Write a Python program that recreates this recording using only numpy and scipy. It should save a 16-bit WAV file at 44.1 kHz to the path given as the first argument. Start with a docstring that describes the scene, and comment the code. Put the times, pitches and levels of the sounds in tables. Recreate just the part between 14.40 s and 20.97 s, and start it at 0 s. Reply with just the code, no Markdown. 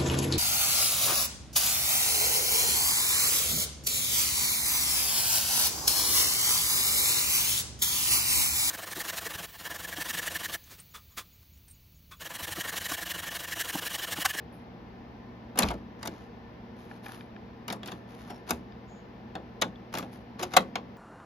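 """A workbench in a small room that hums faintly, with a cassette deck close to a two-port microphone.
The eject key trips the latch and the sprung door clacks open; a cassette is picked up, scrapes into
the holder and drops home. The door is pushed in, fails to latch and swings back, then is pushed shut
with a loud plastic clack. Blows excite noise bands and damped modes, sliding is uneven filtered noise,
and the background is shaped noise with wavering sines."""
import sys
import numpy as np
from scipy import signal
from scipy.fft import irfft, next_fast_len
from scipy.io import wavfile
from scipy.ndimage import uniform_filter1d

SR = 44100
rng = np.random.default_rng(int(sys.argv[2]) if len(sys.argv) > 2 else 0)


def transcribe(u):
    """Save the signal u as a 16-bit wav file named by the first command-line argument.

    u: samples, shape (n,) or (channels, n), limited to [-1, 1]; the rate is SR.
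    q: integer samples, one column per channel.
    """
    v = np.clip(np.atleast_2d(u).T, -1, 1)
    q = np.round(v * 32767).astype(np.int16)
    wavfile.write(sys.argv[1], SR, q)


N = 289737
TIME = np.arange(N) / SR
BANDS_HZ = 1000 * 2 ** (np.arange(-10, 13) / 3)  # centres a third of an octave apart
BAND_WIDTH = 2 ** (1 / 6) - 2 ** (-1 / 6)  # width of such a band over its centre


def from_db(db):
    """Decibels to amplitude gain."""
    return 10 ** (np.asarray(db) / 20)


def at_hz(points, hz):
    """Read a table of (Hz, value) on a log-frequency axis."""
    points = np.array(points)
    return np.interp(np.log(hz), np.log(points[:, 0]), points[:, 1])


def add(out, s, sound):
    """Mix a sound in from time s."""
    start = int(s * SR)
    out[:, start:start + sound.shape[1]] += sound[:, :N - start]


# The two microphone ports. Each row: frequency in Hz, radians by which left leads, left minus right
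# in dB, likeness of the direct sound from 0 to 1, likeness of the room sound from 0 to 1.
PORTS = [(300, .18, .5, .98, .93), (730, .65, .5, .96, .45), (1100, 1.8, 3, .9, .3),
         (1900, .7, 1.5, .5, .35), (3200, .7, 4, .7, .3), (5200, -.7, 3.5, .55, .2),
         (11000, 1.4, .3, .35, .3)]
LEAD, BALANCE, DIRECT_LIKENESS, ROOM_LIKENESS = (np.array(PORTS)[:, [0, k]] for k in range(1, 5))


def ports(hz):
    """Complex gain of left and right: half of each phase and level difference goes to either side."""
    side = np.array([[.5], [-.5]])
    return from_db(side * at_hz(BALANCE, hz)) * np.exp(1j * side * at_hz(LEAD, hz))


def port_spectra(hz, likeness):
    """Random left and right spectra, partly alike because they share a mid signal."""
    mid, side = rng.standard_normal((2, len(hz))) + 1j * rng.standard_normal((2, len(hz)))
    alike = np.clip(at_hz(likeness, hz), 0, 1)
    return ports(hz) * (np.sqrt(1 + alike) * mid + np.sqrt(1 - alike) * side * [[1], [-1]])


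def band_noise(centre, likeness, size):
    """A third of an octave of stereo noise, rms 1."""
    length = next_fast_len(size)
    hz = (np.arange(length // 2 + 1) + .5) * SR / length
    inside = np.abs(np.log2(hz / centre)) < 1 / 6
    spectrum = np.zeros((2, len(hz)), complex)
    spectrum[:, inside] = port_spectra(hz[inside], likeness)
    noise = irfft(spectrum, length)[:, :size]
    return noise / noise.std()


def coloured(spectrum, likeness):
    """Steady noise whose level in each third of an octave follows the table."""
    length = next_fast_len(N)
    hz = (np.arange(length // 2 + 1) + .5) * SR / length
    below_table = np.minimum(hz / spectrum[0][0], 1) ** 2  # fades under the lowest row
    per_bin = np.sqrt(length * SR / (hz * BAND_WIDTH) / 8)
    gain = from_db(at_hz(spectrum, hz)) * below_table * per_bin
    return irfft(gain * port_spectra(hz, likeness), length)[:, :N]


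def ring(hz, t60, rise_s):
    """One mode that swells during the contact and then dies away."""
    t = TIME[:SR // 2]
    swing = np.exp(2j * np.pi * (hz * t + rng.random()))
    return (ports(hz) * swing).real * from_db(-60 * t / t60) * (1 - np.exp(-t / rise_s))


# Corners of the thud, knock, clack and tick ranges: frequencies in Hz.
ZONES_HZ = [250, 950, 3300, 11000]
THUD_DB, THUD_FOLLOWS = -19, 0.59  # thud at a 0 dB knock, and the share of the knock's dB it follows


def contact_db(row, hz):
    """How hard one contact drives a given frequency; the thud grows more slowly than the knock."""
    s, clack, knock, tick, chatter = row
    thud = THUD_DB + THUD_FOLLOWS * (clack + knock)
    return np.interp(np.log(hz), np.log(ZONES_HZ), [thud, clack + knock, clack, clack + tick])


def chatter_power(chatter_s, grit_db, rattle_db, rattle_s):
    """Uneven power of one contact: the blow, then small rebounds that follow it."""
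    t = TIME[:SR // 6]
    phase = t / max(chatter_s, .0005)
    grit = np.repeat(rng.standard_normal(len(t)), repeats=SR // 2000)[:len(t)]  # held half a ms each
    blow = phase * np.exp(-2 * phase ** 2)
    rebounds = from_db(rattle_db) ** 2 * np.exp(-t / rattle_s) * np.minimum(phase, 1)
    return (blow + rebounds) * from_db(grit_db * grit) ** 2


# Key, latch, door and cassette strike the deck. Each row: start in seconds, clack drive in dB,
# knock in dB over the clack, tick in dB over the clack, chatter time in seconds.
CONTACTS = [(1.156, -50, 12.5, -14, 0.0036), (1.173, -36, 4.5, -5, 0.011), (1.1875, -22.5, -2, 3.5, 0.0036),
            (1.2, -41, 9.5, -14, 0.0071), (1.222, -25, -13, -17, 0.002), (1.229, -33, 7, -9, 0.0048),
            (1.2861, -30.5, -16, -20, 0.0013), (1.303, -43, 13.5, -12, 0.0095), (1.338, -57, 9, -5, 0.003),
            (1.629, -38.5, 0, -11, 0.0017), (1.652, -41, 5, -5, 0.0089), (1.671, -36.5, -3, -4, 0.0047),
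            (3.28, -36, 1.5, -11.5, 0.002), (3.301, -34, -3, -18.5, 0.00061),
            (3.325, -43.5, 9, 1.5, 0.0021), (3.431, -41, -1, -24, 0.002), (3.459, -43.5, -12, -12, 0.002),
            (3.474, -43, -9, -9.5, 0.0028), (3.483, -40.5, -5, -41, 0.0015), (3.517, -43.5, 3, -17, 0.0047),
            (3.9, -47, 11.5, -10, 0.0088), (4.092, -39, 4.5, -5, 0.0056), (4.106, -30, 4, -0.5, 0.0031),
            (4.953, -41.5, 10.5, -22.5, 0.0019), (5.2139, -33.5, -10, -7.5, 0.0015),
            (5.2174, -22.5, 1, -11.5, 0.0064), (5.538, -37.5, 6.5, -9, 0.0037),
            (5.551, -34.5, -7, -18, 0.002), (5.572, -35, -1.5, -18, 0.0026),
            (5.583, -41, -6.5, -0.5, 0.0031), (5.625, -46.5, 8, -23, 0.0029),
            (5.992, -39.5, 3, -13.5, 0.0056), (6.024, -31, -1.5, -8.5, 0.012),
            (6.136, -32.5, 1.5, -12, 0.004), (6.1648, -13.5, -1.5, -11, 0.0073),
            (6.355, -28.5, 0.5, -22.5, 0.0029)]
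# The dense modes of the plastic, shared by all contacts. Each row: frequency in Hz, dB per band.
PLASTIC = [(100, -23), (200, -5.5), (350, -9), (700, -7), (1400, -7.5), (1800, -9.5), (4000, -7.5),
           (6500, -4), (12000, 0.5), (16000, -11)]
# How long those modes last. Each row: frequency in Hz, t60 in seconds.
PLASTIC_T60 = [(300, 0.28), (900, 0.098), (3000, 0.035), (12000, 0.0024)]
BENCH_ECHO_DB = -6


def clacks(grit_db=5.5, colour_db=2.0, rattle_db=-23.5, rattle_s=0.0089, unit_s=0.0074):
    """Loose plastic chatters at each contact and feeds crowds of short-lived modes; the bench echoes it."""
    out, size = np.zeros((2, N)), SR // 6
    chatters = np.array([chatter_power(row[-1], grit_db, rattle_db, rattle_s) for row in CONTACTS])
    echo_lags = rng.uniform(.0007, .0016, len(CONTACTS))  # seconds
    for hz in BANDS_HZ:
        modes = band_noise(hz, DIRECT_LIKENESS, N + size)
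        keep = from_db(-60 / (at_hz(PLASTIC_T60, hz) * SR)) ** 2  # power kept per sample
        envelopes = np.sqrt(signal.lfilter([1], [1, -keep], chatters + 1e-18))
        colours = colour_db * rng.standard_normal(len(CONTACTS))  # each spot struck favours other modes
        for row, envelope, colour, lag in zip(CONTACTS, envelopes, colours, echo_lags):
            burst = modes[:, int(row[0] * SR):][:, :size] * envelope
            echo = np.pad(burst, ((0, 0), (int(lag * SR), 0)))[:, :size]
            burst += from_db(BENCH_ECHO_DB) * echo
            burst *= np.sqrt(2 * unit_s * SR / np.sum(burst ** 2))  # energy of unit_s at rms 1
            add(out, row[0], burst * from_db(contact_db(row, hz) + at_hz(PLASTIC, hz) + colour))
    return out


# The metal case. Each row: frequency in Hz, level in dB, t60 in seconds.
CASE_MODES = [(178, -17, 0.28), (250.1, -15.5, 1), (354.3, -17.5, 0.4)]
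# The door and its window. Each row: frequency in Hz, level in dB.
DOOR_MODES = [(535, -13.5), (732, -1.5), (885, -11), (1150, -3), (1425, -16.5), (1540, -11), (2160, -12),
              (3710, -8.5), (4780, -11.5), (6500, -12.5)]
DOOR_T60_S, MODE_SCATTER_DB = 0.0484, 2


def deck_ring():
    """Every contact also rings the case and the door, each mode with a strength of its own."""
    out = np.zeros((2, N))
    door = [(hz, db, DOOR_T60_S) for hz, db in DOOR_MODES]
    for hz, mode_db, t60 in CASE_MODES + door:
        for row, luck in zip(CONTACTS, rng.standard_normal(len(CONTACTS))):
            level_db = contact_db(row, hz) + mode_db + MODE_SCATTER_DB * luck
            add(out, row[0], ring(hz, t60, rise_s=0.0013) * from_db(level_db))
    return out


def struck(table, rise_s):
    """Single damped swings of one part or of the whole case."""
    out = np.zeros((2, N))
    for s, db, hz, t60 in table:
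        add(out, s, from_db(db) * ring(hz, t60, rise_s))
    return out


# The thumb drives the door against its frame. Each row: start in seconds, level in dB.
SHOVES = [(6.03, -18.5), (6.148, -19), (6.1665, 0)]
SHOVE_DB_PER_OCTAVE, SHOVE_RISE_S = -5, 0.0025


def door_shoves():
    """Each shove rings all the modes of the door, tilted towards the low ones: a hollow knock."""
    swings = []
    for s, db in SHOVES:
        for hz, mode_db in DOOR_MODES:
            tilt_db = SHOVE_DB_PER_OCTAVE * np.log2(hz / DOOR_MODES[0][0])
            swings.append((s, db + mode_db + tilt_db, hz, DOOR_T60_S))
    return struck(swings, SHOVE_RISE_S)


# Some blows make one part sing out: door spring, cassette shell or latch.
# Each row: start in seconds, level in dB, frequency in Hz, t60 in seconds.
TWANGS = [(1.2312, -14, 4020, .017), (1.307, -33, 950, .09), (3.301, -31, 3850, .02),
          (3.432, -42.5, 3330, .06), (5.22, -25, 1900, .05), (5.358, -45, 3430, .022),
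          (5.595, -32, 1200, .045)]


def twangs():
    """A part that sings out is one mode with a very quick rise."""
    return struck(TWANGS, rise_s=0.00014)


# The whole case rocks on its feet.
# Each row: start in seconds, level in dB, frequency in Hz, t60 in seconds.
THUMPS = [(1.19, -22.5, 235.4, 0.15), (1.228, -22, 212, 0.17), (1.24, -23, 73.6, 0.11),
          (1.28, -30, 58, 0.35), (3.305, -33.5, 210, 0.33), (4.108, -29, 240, 0.31),
          (4.125, -37, 72.7, 0.21), (6.012, -31, 360, 0.3), (6.188, -28, 242.4, 0.13)]


def thumps():
    """The rocking case is a low mode with a slower rise."""
    return struck(THUMPS, rise_s=0.0033)


STROKE_ATTACK_S, STROKE_T60_S = 0.024, 0.24


def stroke(start, length):
    """Force of one sliding movement: it takes hold, keeps its force and lets go."""
    t = TIME - start
    return np.clip(t / STROKE_ATTACK_S, 0, 1) * from_db(-60 * np.clip(t - length, 0, 1) / STROKE_T60_S)


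# Key, door, cassette and fingers slide. Each row: start in seconds, length in seconds,
# friction force in dB, hiss in dB over the scrape.
STROKES = [(0.121, 0.018, -75, 9.5), (1.165, 0.11, -51, -6.5), (1.579, 0.25, -68.5, -8),
           (2.356, 0.2, -71.5, -4), (2.623, 0.14, -61, -1), (3.437, 0.089, -61, -4.5),
           (3.676, 0.27, -67, -4.5), (4.064, 0.04, -54.5, -4.5), (5.519, 0.065, -53.5, -4),
           (5.712, 0.02, -62.5, -1.5), (5.983, 0.033, -50, -5.5), (6.104, 0.076, -53, -8)]
# Colour of the friction. Each row: frequency in Hz, dB per band.
SCRAPE = [(500, -4), (1000, 8), (1800, 2), (6500, -1), (8300, -10), (10000, 9), (13000, 0), (16000, -24.5)]
HISS_ABOVE_HZ = 8000


def sliding(grain_db=4.0, scrape_db=-5.0):
    """Friction comes in tiny catches: the shell scrapes under an uneven force, and skin mostly hisses."""
    catches = uniform_filter1d(rng.standard_normal(N), size=130)
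    friction = coloured(SCRAPE, DIRECT_LIKENESS)
    scrape = signal.sosfilt(signal.butter(6, HISS_ABOVE_HZ, "low", fs=SR, output="sos"), friction)
    hiss = signal.sosfilt(signal.butter(6, HISS_ABOVE_HZ, "high", fs=SR, output="sos"), friction)
    rubbing = 0
    for start, length, db, hiss_db in STROKES:
        rubbing = rubbing + from_db(db) * stroke(start, length) * (scrape + from_db(hiss_db) * hiss)
    return rubbing * from_db(scrape_db + grain_db * catches / catches.std())


# The cassette is tapped as it is handled, its reels rattling.
# Each row: start in seconds, level in dB, frequency in Hz that is driven hardest.
TAPS = [(2.512, -29, 1300), (2.648, -38, 4800), (2.663, -25.5, 2200), (2.691, -29, 1200),
        (2.716, -35, 1900), (2.808, -30, 3000), (2.963, -33.5, 2000), (4.322, -37, 4500)]
# Its hollow shell. Each row: frequency in Hz, level in dB.
SHELL_MODES = [(790, -4), (1420, -6), (1720, -1), (2400, -4), (3050, -8), (3650, -6), (4850, -4)]
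SHELL_RING_CYCLES, TAP_RISE_S, TAP_LOSS_DB_PER_OCTAVE = 36, 0.0012, 8  # t60 lasts that many cycles
SLIPS_PER_S, SLIP_DB = 60, 10  # for each mode; median level over the friction force


def cassette_shell(spread_db=4.5):
    """Taps ring the shell's modes nearest their own pitch; each random slip of a stroke rings one mode."""
    force = sum(from_db(db) * stroke(start, length) for start, length, db, hiss_db in STROKES)
    out = 0
    for hz, mode_db in SHELL_MODES:
        slips = rng.random(N) < SLIPS_PER_S / SR
        strength_db = SLIP_DB + spread_db * np.clip(rng.standard_normal(N), -2, 2)
        drive = force * slips * from_db(strength_db)
        for s, db, tap_hz in TAPS:
            drive[int(s * SR)] += from_db(db - TAP_LOSS_DB_PER_OCTAVE * abs(np.log2(hz / tap_hz)))
        mode = from_db(mode_db) * ring(hz, SHELL_RING_CYCLES / hz, TAP_RISE_S)[:, :SR // 10]
        out = out + signal.oaconvolve(drive[None], mode, axes=1)[:, :N]
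    return out


# Shell and door squeak faintly as they slide. Each row: start in seconds, length in seconds,
# level in dB, frequency in Hz, width in Hz.
SQUEAKS = [(3.89, 0.02, -57, 5430, 200), (4.471, 0.11, -69.5, 6800, 590)]


def squeaks():
    """Friction feeds one narrow resonance for the length of a stroke."""
    out = 0
    for start, length, db, hz, width in SQUEAKS:
        band = signal.butter(2, [hz - width / 2, hz + width / 2], "band", fs=SR, output="sos")
        tone = signal.sosfilt(band, rng.standard_normal(N))
        out = out + from_db(db) * stroke(start, length) * tone / tone.std()
    return out


# The small room. Each row: frequency in Hz, t60 in seconds, level in dB relative to the direct sound.
ROOM = [(100, 0.75, -10.5), (263, 0.32, -4.5), (840, 0.253, -21.5), (3917, 0.12, -16.5),
        (11870, 0.22, -42.5)]


def room(x, build_s=0.006):
    """Reflections of the left channel build up quickly and die away, the treble mostly sooner."""
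    t, response = TIME[:SR // 2], 0
    room_hz, t60s, sends = np.transpose(ROOM)
    for hz in BANDS_HZ:
        t60 = np.interp(np.log(hz), np.log(room_hz), t60s)
        send_db = np.interp(np.log(hz), np.log(room_hz), sends)
        build_up = 1 - np.exp(-(t / build_s) ** 2)
        tail = band_noise(hz, ROOM_LIKENESS, len(t)) * from_db(-60 * t / t60) * build_up
        share = hz * BAND_WIDTH / (SR / 2)  # part of the whole spectrum in this band
        response = response + tail * np.sqrt(2 * share / np.sum(tail ** 2)) * from_db(send_db)
    return signal.fftconvolve(x[:1], response, axes=1)[:, :N]


# Room air. Each row: frequency in Hz, dB per band.
AIR = [(25, -90.5), (50, -65.5), (80, -60.5), (125, -69.5), (205, -51.5), (270, -58), (500, -63),
       (800, -58), (1300, -66), (2000, -67), (5500, -76.5), (8500, -99), (12500, -85)]
# Narrow resonances in which the air hums. Each row: frequency in Hz, peak in dB over the air.
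AIR_RESONANCES = [(382, 1.5), (465, 8.5), (1005, 4), (1776, 8), (2062, 2.5)]
AIR_RESONANCE_WIDTH_HZ = 24


def room_air():
    """Dull noise, plus a second noise of the same colour through a few narrow resonances."""
    draught = coloured(AIR, ROOM_LIKENESS)
    resonances = 0
    for hz, db in AIR_RESONANCES:
        peak = signal.iirpeak(hz, hz / AIR_RESONANCE_WIDTH_HZ, fs=SR)
        resonances = resonances + from_db(db) * signal.lfilter(*peak, draught)
    return coloured(AIR, ROOM_LIKENESS) + resonances


# Motor and mains hum. Each row: frequency in Hz, rms level in dB about which it wavers.
HUM = [(59.7, -68), (118.8, -55), (237, -55.5)]
HUM_WAVERS_PER_S = 6.8


def low_hum(waver_db=1.5):
    """Steady low sines, each drifting between random levels."""
    hum = 0
    for hz, db in HUM:
        waver = np.interp(TIME * HUM_WAVERS_PER_S, np.arange(N), rng.standard_normal(N))
        tone = np.sin(2 * np.pi * (hz * TIME + rng.random()))
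        hum = hum + np.sqrt(2) * from_db(db + waver_db * waver) * tone
    return hum


def scene():
    """The deck close by, the room's answer to its plastic sounds, and the background."""
    plastic = clacks() + sliding() + cassette_shell() + squeaks() + door_shoves()
    body = deck_ring() + twangs() + thumps()
    return plastic + room(plastic) + body + room_air() + low_hum()


CUTOFF_HZ = 16300


def record(dry, roll_off_hz=14200, leak=0.05):
    """A narrow treble band around 8.5 kHz is hollowed out; peaks are rounded and the top is cut."""
    notched = signal.lfilter(*signal.iirnotch(8500, 4, fs=SR), dry)
    roll_off = signal.butter(5, roll_off_hz, fs=SR, output="sos")
    heard = np.tanh(signal.sosfilt(roll_off, notched + leak * (dry - notched)))
    return signal.sosfilt(signal.ellip(10, .1, 80, CUTOFF_HZ, fs=SR, output="sos"), heard)


dry = scene()
out = record(dry)
transcribe(out)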